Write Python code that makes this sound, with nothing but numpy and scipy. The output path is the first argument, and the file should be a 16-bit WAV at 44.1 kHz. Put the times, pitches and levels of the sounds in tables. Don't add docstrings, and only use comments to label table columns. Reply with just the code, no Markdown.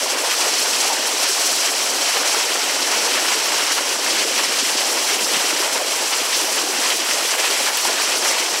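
import sys
import numpy as np
from scipy import signal
from scipy.fft import rfft, irfft, next_fast_len
from scipy.io import wavfile

SR = 44100
rng = np.random.default_rng(int(sys.argv[2]) if len(sys.argv) > 2 else 0)


def unload_wav(signal):
    wavfile.write(
        sys.argv[1],
        SR,
        np.round(np.clip(np.atleast_2d(signal).T, -1, 1) * 32767).astype(np.int16),
    )


N = 379260


def from_db(db):
    return 10 ** (np.asarray(db) / 20)


def rms_one(x):
    return x / np.sqrt(np.mean(x ** 2) + 1e-20)


def at_hz(points, hz):
    points = np.array(points)
    return np.interp(np.log(hz + 1), np.log(points[:, 0]), points[:, 1])


def butter(x, hz, kind, order=2):
    safe_hz = np.clip(hz, 0.5, 0.49 * SR)
    sos = signal.butter(order, safe_hz, kind, fs=SR, output="sos")
    return signal.sosfilt(sos, x + 1e-18)


def shaped(x, db_at):
    size = next_fast_len(N + SR // 10)
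    hz = np.arange(size // 2 + 1) * SR / size
    return irfft(rfft(x, size) * from_db(db_at(hz)), size)[:N]


def flutter(rate):
    quick = butter(rng.standard_normal(N // 40 + 2002), [20 * rate, 80 * rate], "band")[2000:]
    return np.interp(np.arange(N) / 40, np.arange(len(quick)), rms_one(quick))


# start in seconds, relative level in dB.
BASS_BUMPS = [(0.03, -66), (0.39, -60), (0.549, -63), (0.639, -62), (0.725, -61), (0.929, -60),
              (1.329, -62), (1.47, -59), (1.609, -63), (2.109, -58.5), (2.279, -59), (3.37, -63),
              (3.565, -67), (4.089, -65), (4.63, -62), (5.229, -59), (6.369, -64), (6.5, -64), (6.999, -64),
              (7.62, -59), (7.839, -64), (8.079, -59), (8.249, -57)]


def bass_bumps(bump_db=5, fade_s=0.046, top_hz=85, rumble_db=-82.5, uneven_db=13, rumble_rate=4.0,
               rumble_low_hz=65, rumble_high_hz=125):
    push = np.zeros(N)
    for s, level_db in BASS_BUMPS:
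        push[int(s * SR)] = from_db(level_db + bump_db)
    push = signal.lfilter([1], [1, -np.exp(-1 / (fade_s * SR))], push + 1e-18)
    bumps = push / 2 * rms_one(butter(rng.standard_normal(N), top_hz, "low"))
    rumble = rms_one(butter(rng.standard_normal(N), [rumble_low_hz, rumble_high_hz], "band", order=1))
    swing_db = uneven_db * np.tanh(flutter(rumble_rate))
    return bumps + from_db(rumble_db + swing_db) * rumble


def droplets(spray_db, per_s=2600, size_db=3.2, clump_db=0.5, clump_rate=30, low_hz=1200):
    thickness = from_db(2 * spray_db + clump_db * flutter(clump_rate))
    born = rng.random(N) < per_s / SR * thickness
    sizes = from_db(size_db * np.minimum(rng.exponential(1, N), 4))
    ticks = born * sizes * rng.choice([-1, 1], N)
    return rms_one(butter(ticks, low_hz, "high"))


def spatter(per_s=70, low_hz=900, high_hz=5500, length_s=0.014, size_db=2.0, count=6):
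    envelopes = np.zeros((count, N + SR))
    for when, pitch, size, life in rng.random((int(per_s * N / SR), 4)):
        hump = np.hanning(int(length_s * (0.5 + life) * SR))
        start = int(when * N)
        level_db = -size_db * np.log(size + 0.1)
        envelopes[int(pitch * count), start:start + len(hump)] += hump * from_db(level_db)
    out = np.zeros(N)
    for envelope, hz in zip(envelopes[:, :N], np.geomspace(low_hz, high_hz, count)):
        octave = [hz / np.sqrt(2), hz * np.sqrt(2)]
        out += envelope * rms_one(butter(rng.standard_normal(N), octave, "band"))
    return rms_one(out)


def near_drop(drop_s=7.7726, drop_db=-10, low_hz=9000, fade_s=0.001):
    age = np.arange(N) / SR - drop_s
    tick = (age >= 0) * np.exp(-np.abs(age) / fade_s)
    return from_db(drop_db) * tick * rms_one(butter(rng.standard_normal(N), low_hz, "high", order=4))


def bubbles(plunge_db, per_s=220, low_hz=340, high_hz=2600, cycles=12, rise=0.14, size_db=3.5):
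    out = np.zeros(N)
    for when, pitch, size, life in rng.random((int(per_s * N / SR), 4)):
        start = int(when * N)
        hz = low_hz * (high_hz / low_hz) ** pitch
        t60 = cycles * (1 + 2 * life) / hz
        t = np.arange(min(int(t60 * SR), N - start)) / SR
        level_db = -size_db * np.log(size + 0.02) - 60 * t / t60
        ring = np.sin(2 * np.pi * hz * t * (1 + rise * t / t60))
        out[start:start + len(t)] += np.sqrt(hz) * from_db(level_db) * ring
    return rms_one(out) * from_db(plunge_db)


# time of the fullest swell in seconds, relative level in dB, centre in Hz,
# time either side to fall to 1/e in seconds.
AIR_POCKETS = [(0.912, -4.5, 850, 0.03), (3.055, -12, 450, 0.034), (4.082, -9, 856, 0.016),
               (4.163, -10, 330, 0.03), (5.3, -12, 480, .022), (6.633, -14, 322, 0.044)]


def gulps(spread=1.13):
    out, t = np.zeros(N), np.arange(N) / SR
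    for s, level_db, hz, length in AIR_POCKETS:
        cloud = rms_one(butter(rng.standard_normal(N), [hz / spread, hz * spread], "band"))
        out += from_db(level_db) * cloud * np.exp(-((t - s) / length) ** 2)
    return out


# start in seconds, relative level in dB, centre in Hz, fade time constant in seconds.
STONE_SLAPS = [(0.405, -5, 5000, 0.014), (2.053, -10, 3200, 0.044), (2.272, -8, 6000, .03),
               (4.585, -6.5, 4500, 0.02), (4.77, -7.5, 4000, 0.039), (8.245, -14, 1490, .025),
               (8.481, -15, 900, 0.0074)]


def slaps(swell=0.1):
    out, white = np.zeros(N), rng.standard_normal(N)
    for s, level_db, hz, fade in STONE_SLAPS:
        span = slice(int(s * SR), min(int(s * SR) + SR // 4, N))
        age = np.arange(span.stop - span.start) / (SR * fade)
        burst = (1 - np.exp(-age / swell)) * np.exp(-age)
        noise = rms_one(butter(white[span], [hz / 2, hz * 2], "band"))
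        out[span] += from_db(level_db) * burst / burst.max() * noise
    return out


def lumps_landing(per_s, swell_s, settle_hz=4.1):
    landings = rng.poisson(per_s / SR, N + SR) - per_s / SR
    keep = np.exp(-1 / (swell_s * SR))
    load = signal.lfilter([1], [1, -2 * keep, keep ** 2], landings)
    return rms_one(butter(load, settle_hz, "high")[SR:])


def swell_db(rows, depth):
    s, db = np.transpose(rows)
    level = np.interp(np.arange(N) / SR, s, db)
    return depth * (level - level.mean())


# time in seconds, level in dB before the depth scaling.
ROAR_SWELL = [(0.0, -34.5), (1.4, -34), (2.46, -35.5), (3.02, -30), (4.0, -35.5), (4.16, -29),
              (4.68, -31.5), (5.3, -33), (5.55, -31), (6.14, -37.5), (6.62, -31.5), (7.28, -35),
              (7.54, -30.5), (7.76, -39), (7.88, -33.5), (8.6, -34)]
PLUNGE_SWELL = [(0.0, -26), (0.4, -27.5), (1.86, -28), (2.3, -24.5), (2.68, -27.5), (2.94, -26.5),
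                (4.66, -28.5), (5.8, -26), (6.36, -29), (6.62, -27), (6.96, -28.5), (7.3, -28),
                (7.38, -26.5), (7.78, -27.5), (8.3, -26), (8.6, -28)]
SPLASH_SWELL = [(0.0, -24), (0.3, -23.5), (1.96, -25), (2.08, -21.5), (2.78, -22.5), (2.96, -21.5),
                (3.98, -22.5), (4.46, -20.5), (4.92, -23.5), (5.46, -21), (5.82, -24), (6.72, -23.5),
                (6.84, -21.5), (7.02, -23), (7.52, -19.5), (7.72, -23.5), (8.3, -21.2), (8.6, -25)]
SPRAY_SWELL = [(0.0, -20.5), (0.42, -17.5), (0.84, -17), (1.02, -19.5), (1.42, -16), (1.84, -18.5),
               (2.1, -18), (2.66, -19), (3.38, -18.0), (3.96, -20), (4.08, -19.5), (5.36, -18), (5.76, -21),
               (6.38, -18.5), (6.7, -21), (6.78, -19), (8.32, -18.5), (8.6, -20)]
MIST_SWELL = [(0.0, 0.5), (1.4, 1), (2.8, 0.5), (4.3, 1), (4.6, 1), (5.8, 2.5), (7.2, 2.5), (7.7, 3),
              (8.6, -0.5)]


def surging(roar_db=1.5, plunge_db=0.5, splash_db=1.17, spray_db=0.74, mist_db=0.87, rock_share=0.23):
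    on_rocks = lumps_landing(per_s=110, swell_s=0.012)
    other_lumps = lumps_landing(per_s=91, swell_s=0.0096)
    thrown = rock_share * on_rocks + np.sqrt(1 - rock_share ** 2) * other_lumps
    spray = swell_db(SPRAY_SWELL, depth=0.99) + spray_db * thrown
    roar = swell_db(ROAR_SWELL, depth=0.83) + roar_db * lumps_landing(per_s=40, swell_s=0.0054)
    plunge = swell_db(PLUNGE_SWELL, depth=0.98) + plunge_db * lumps_landing(per_s=80, swell_s=0.014)
    splash = swell_db(SPLASH_SWELL, depth=1.0) + splash_db * on_rocks
    mist = spray + swell_db(MIST_SWELL, depth=1.0) + mist_db * flutter(8.2)
    return np.array([roar, plunge, splash, spray, mist])


def surge_db(surges, hz, roar_hz=300, pool_hz=700, rock_hz=2100, spray_hz=5200, mist_hz=11000):
    homes = np.log([roar_hz, pool_hz, rock_hz, spray_hz, mist_hz])
    shares = np.array([np.interp(np.log(hz), homes, row) for row in np.eye(len(homes))])
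    return shares @ surges


def passing_db(rows, hz, reach_octaves=0.99):
    out = np.zeros(N)
    for s, db, centre_hz, length_s in rows:
        hump = np.hanning(int(length_s * SR))
        start = max(int(s * SR) - len(hump) // 2, 0)
        nearness = np.exp(-(np.log2(hz / centre_hz) / reach_octaves) ** 2)
        out[start:start + len(hump)] += db * nearness * hump[:N - start]
    return out


# middle in seconds, lift at the centre pitch in dB, centre in Hz, length in seconds.
HEAVY_GUSHES = [(0.315, 4, 1800, .06), (0.44, 5, 950, 0.18), (0.68, 2.5, 850, .1), (0.84, 6, 1600, 0.049),
                (1.25, 5, 1800, 0.07), (1.52, 4, 330, .09), (1.66, 4, 1800, 0.15), (1.92, 5, 330, 0.17),
                (2.22, 3, 1700, .07), (2.32, 2.3, 9000, 0.12), (2.93, 4, 1100, .07), (3.05, 5, 5500, 0.044),
                (3.17, 3.5, 1800, .07), (3.33, 5, 2000, .06), (3.6, 3.5, 1800, .13),
                (3.72, 6.5, 1900, 0.045), (3.75, 2.2, 10000, .13), (3.78, 6, 1300, 0.05),
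                (4.11, 4.5, 7000, 0.066), (4.165, 7, 130, .08), (4.19, 3, 2500, 0.1),
                (4.225, 3.5, 5500, 0.059), (4.39, 4, 2500, 0.045), (4.65, 1, 11000, 0.21),
                (4.97, 4, 550, 0.14), (5.11, 5.5, 2110, .09), (5.225, 14, 136, .09),
                (5.355, 4.5, 2000, 0.07), (5.36, 15, 120, .16), (5.61, 3, 10000, 0.046),
                (5.74, 2.5, 10000, .06), (5.8, 2.5, 600, .18), (6.13, 6.5, 1900, 0.049),
                (6.335, 3.5, 3400, 0.13), (6.45, 8, 140, .07), (6.49, 4, 650, 0.077), (6.6, 2.5, 5500, .13),
                (6.785, 2.5, 2800, .07), (6.82, 5, 750, .09), (6.912, 5, 2700, 0.047),
                (7.19, 5.5, 700, 0.083), (7.405, 2.3, 700, .06), (7.445, 3.5, 2300, 0.056),
                (7.5, 4.5, 340, .11), (7.68, 4.3, 1300, 0.11), (7.89, 6.5, 300, .09),
                (7.93, 2.5, 2000, .06), (8.13, 5.5, 2500, 0.062), (8.27, 4, 850, 0.11),
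                (8.28, 3.5, 8000, 0.15)]
# middle in seconds, dip at the centre pitch in dB, centre in Hz, length in seconds.
THIN_LULLS = [(0.06, 5, 1800, .11), (0.16, 5, 5000, .06), (0.23, 4, 4000, .06), (0.36, 12, 120, 0.25),
              (0.58, 4, 600, 0.09), (1.02, 2, 8000, 0.091), (1.3, 9, 170, 0.21), (1.72, 6, 2500, 0.04),
              (1.85, 0, 750, .09), (2.1, 12, 450, 0.073), (2.235, 3, 5500, .06), (2.45, 4, 900, .13),
              (2.62, 2, 10000, 0.071), (2.86, 5, 900, 0.048), (3.25, 2.5, 3500, .06), (3.7, 9, 130, .12),
              (3.83, 4, 3000, 0.075), (3.94, 3, 2400, .12), (4.28, 6.5, 1300, 0.1), (4.48, 8, 700, 0.064),
              (4.645, 11, 1150, 0.075), (4.93, 4, 2500, 0.1), (5.06, 2, 1600, .04), (5.19, 5, 6000, 0.075),
              (5.24, 3, 1500, 0.31), (5.83, 1.2, 5000, .16), (5.86, 8, 130, 0.16), (6.23, 2.5, 7000, .15),
              (6.35, 4, 550, .13), (6.53, 2.5, 3500, .09), (6.69, 4.7, 2100, 0.083),
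              (6.69, 1, 10000, 0.063), (6.97, 8, 1400, .06), (7.04, 3.5, 7000, 0.11), (7.22, 2, 5500, .06),
              (7.27, 8, 520, 0.11), (7.37, 5, 5000, 0.091), (7.44, 19, 130, 0.18), (7.7, 3, 7000, 0.1),
              (7.79, 4.5, 560, 0.22), (7.98, 4, 10000, .09), (8.19, 6, 1800, 0.11), (8.45, 5, 1300, .06)]


def churn(surges, bass_patch_db=5.0, roar_patch_db=1.9, low_patch_db=1.1, high_patch_db=0.8, patch_rate=17,
          lump_db=0.08, lump_rate=22, count=21):
    edges = np.geomspace(90, 18000, count + 1)
    white = rng.standard_normal((2, N))
    lumps, below = flutter(lump_rate), flutter(patch_rate)
    unevenness = [(120, bass_patch_db), (220, roar_patch_db), (1300, low_patch_db), (6000, high_patch_db)]
    out = np.zeros(N)
    for k, (low, high) in enumerate(zip(edges, edges[1:])):
        hz = np.sqrt(low * high)
        above = flutter(patch_rate)
        patch = (below + above) / np.sqrt(2)
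        level_db = surge_db(surges, hz) + lump_db * lumps + at_hz(unevenness, hz) * patch
        level_db += passing_db(HEAVY_GUSHES, hz) - passing_db(THIN_LULLS, hz)
        out += butter(white[k % 2], [low, high], "band") * from_db(level_db)
        below = above
    return rms_one(out)


# pitch in Hz, relative gain in dB.
RUSH_COLOUR = [(60, -60), (108, -37), (144, -29.5), (278, -5), (524, -1), (923, -1), (1240, -3.5),
               (2990, -2.5), (3670, -1), (5640, -1), (6750, -2), (7740, -5), (11100, -10.5), (15600, -26)]
# centre in Hz, width in Hz, gain in dB.
PORT_RIPPLES = [(2950, 740, 2), (3660, 450, -3.5), (5670, 680, 2), (6810, 600, -2.5), (7680, 610, 2.5),
                (15300, 1500, 3.5)]


def rush_colour_db(hz):
    colour_db = at_hz(RUSH_COLOUR, hz)
    for centre, width, db in PORT_RIPPLES:
        colour_db = colour_db + db * np.exp(-2 * ((hz - centre) / width) ** 2)
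    return colour_db


def scene(rush_db=-19, bubble_db=-16.5, droplet_db=-11, spatter_db=-17.0, slap_db=5.0, gulp_db=-3,
          low_cut_hz=133):
    surges = surging()
    _, plunge_db, splash_db, spray_db, _ = surges
    grains = from_db(bubble_db) * bubbles(plunge_db)
    grains += from_db(droplet_db) * droplets(spray_db)
    grains += from_db(spatter_db + splash_db) * spatter()
    lumps = from_db(slap_db) * slaps() + from_db(gulp_db) * gulps()
    coloured = shaped(churn(surges) + grains + lumps, rush_colour_db)
    water = rms_one(butter(coloured, low_cut_hz, "high", order=6))
    mono = from_db(rush_db) * water + near_drop() + bass_bumps()
    return np.tile(mono, (2, 1))


def record(dry, cutoff_hz=15750):
    sos = signal.ellip(14, 0.1, 90, cutoff_hz, fs=SR, output="sos")
    return signal.sosfilt(sos, dry)


dry = scene()
out = record(dry)
unload_wav(out)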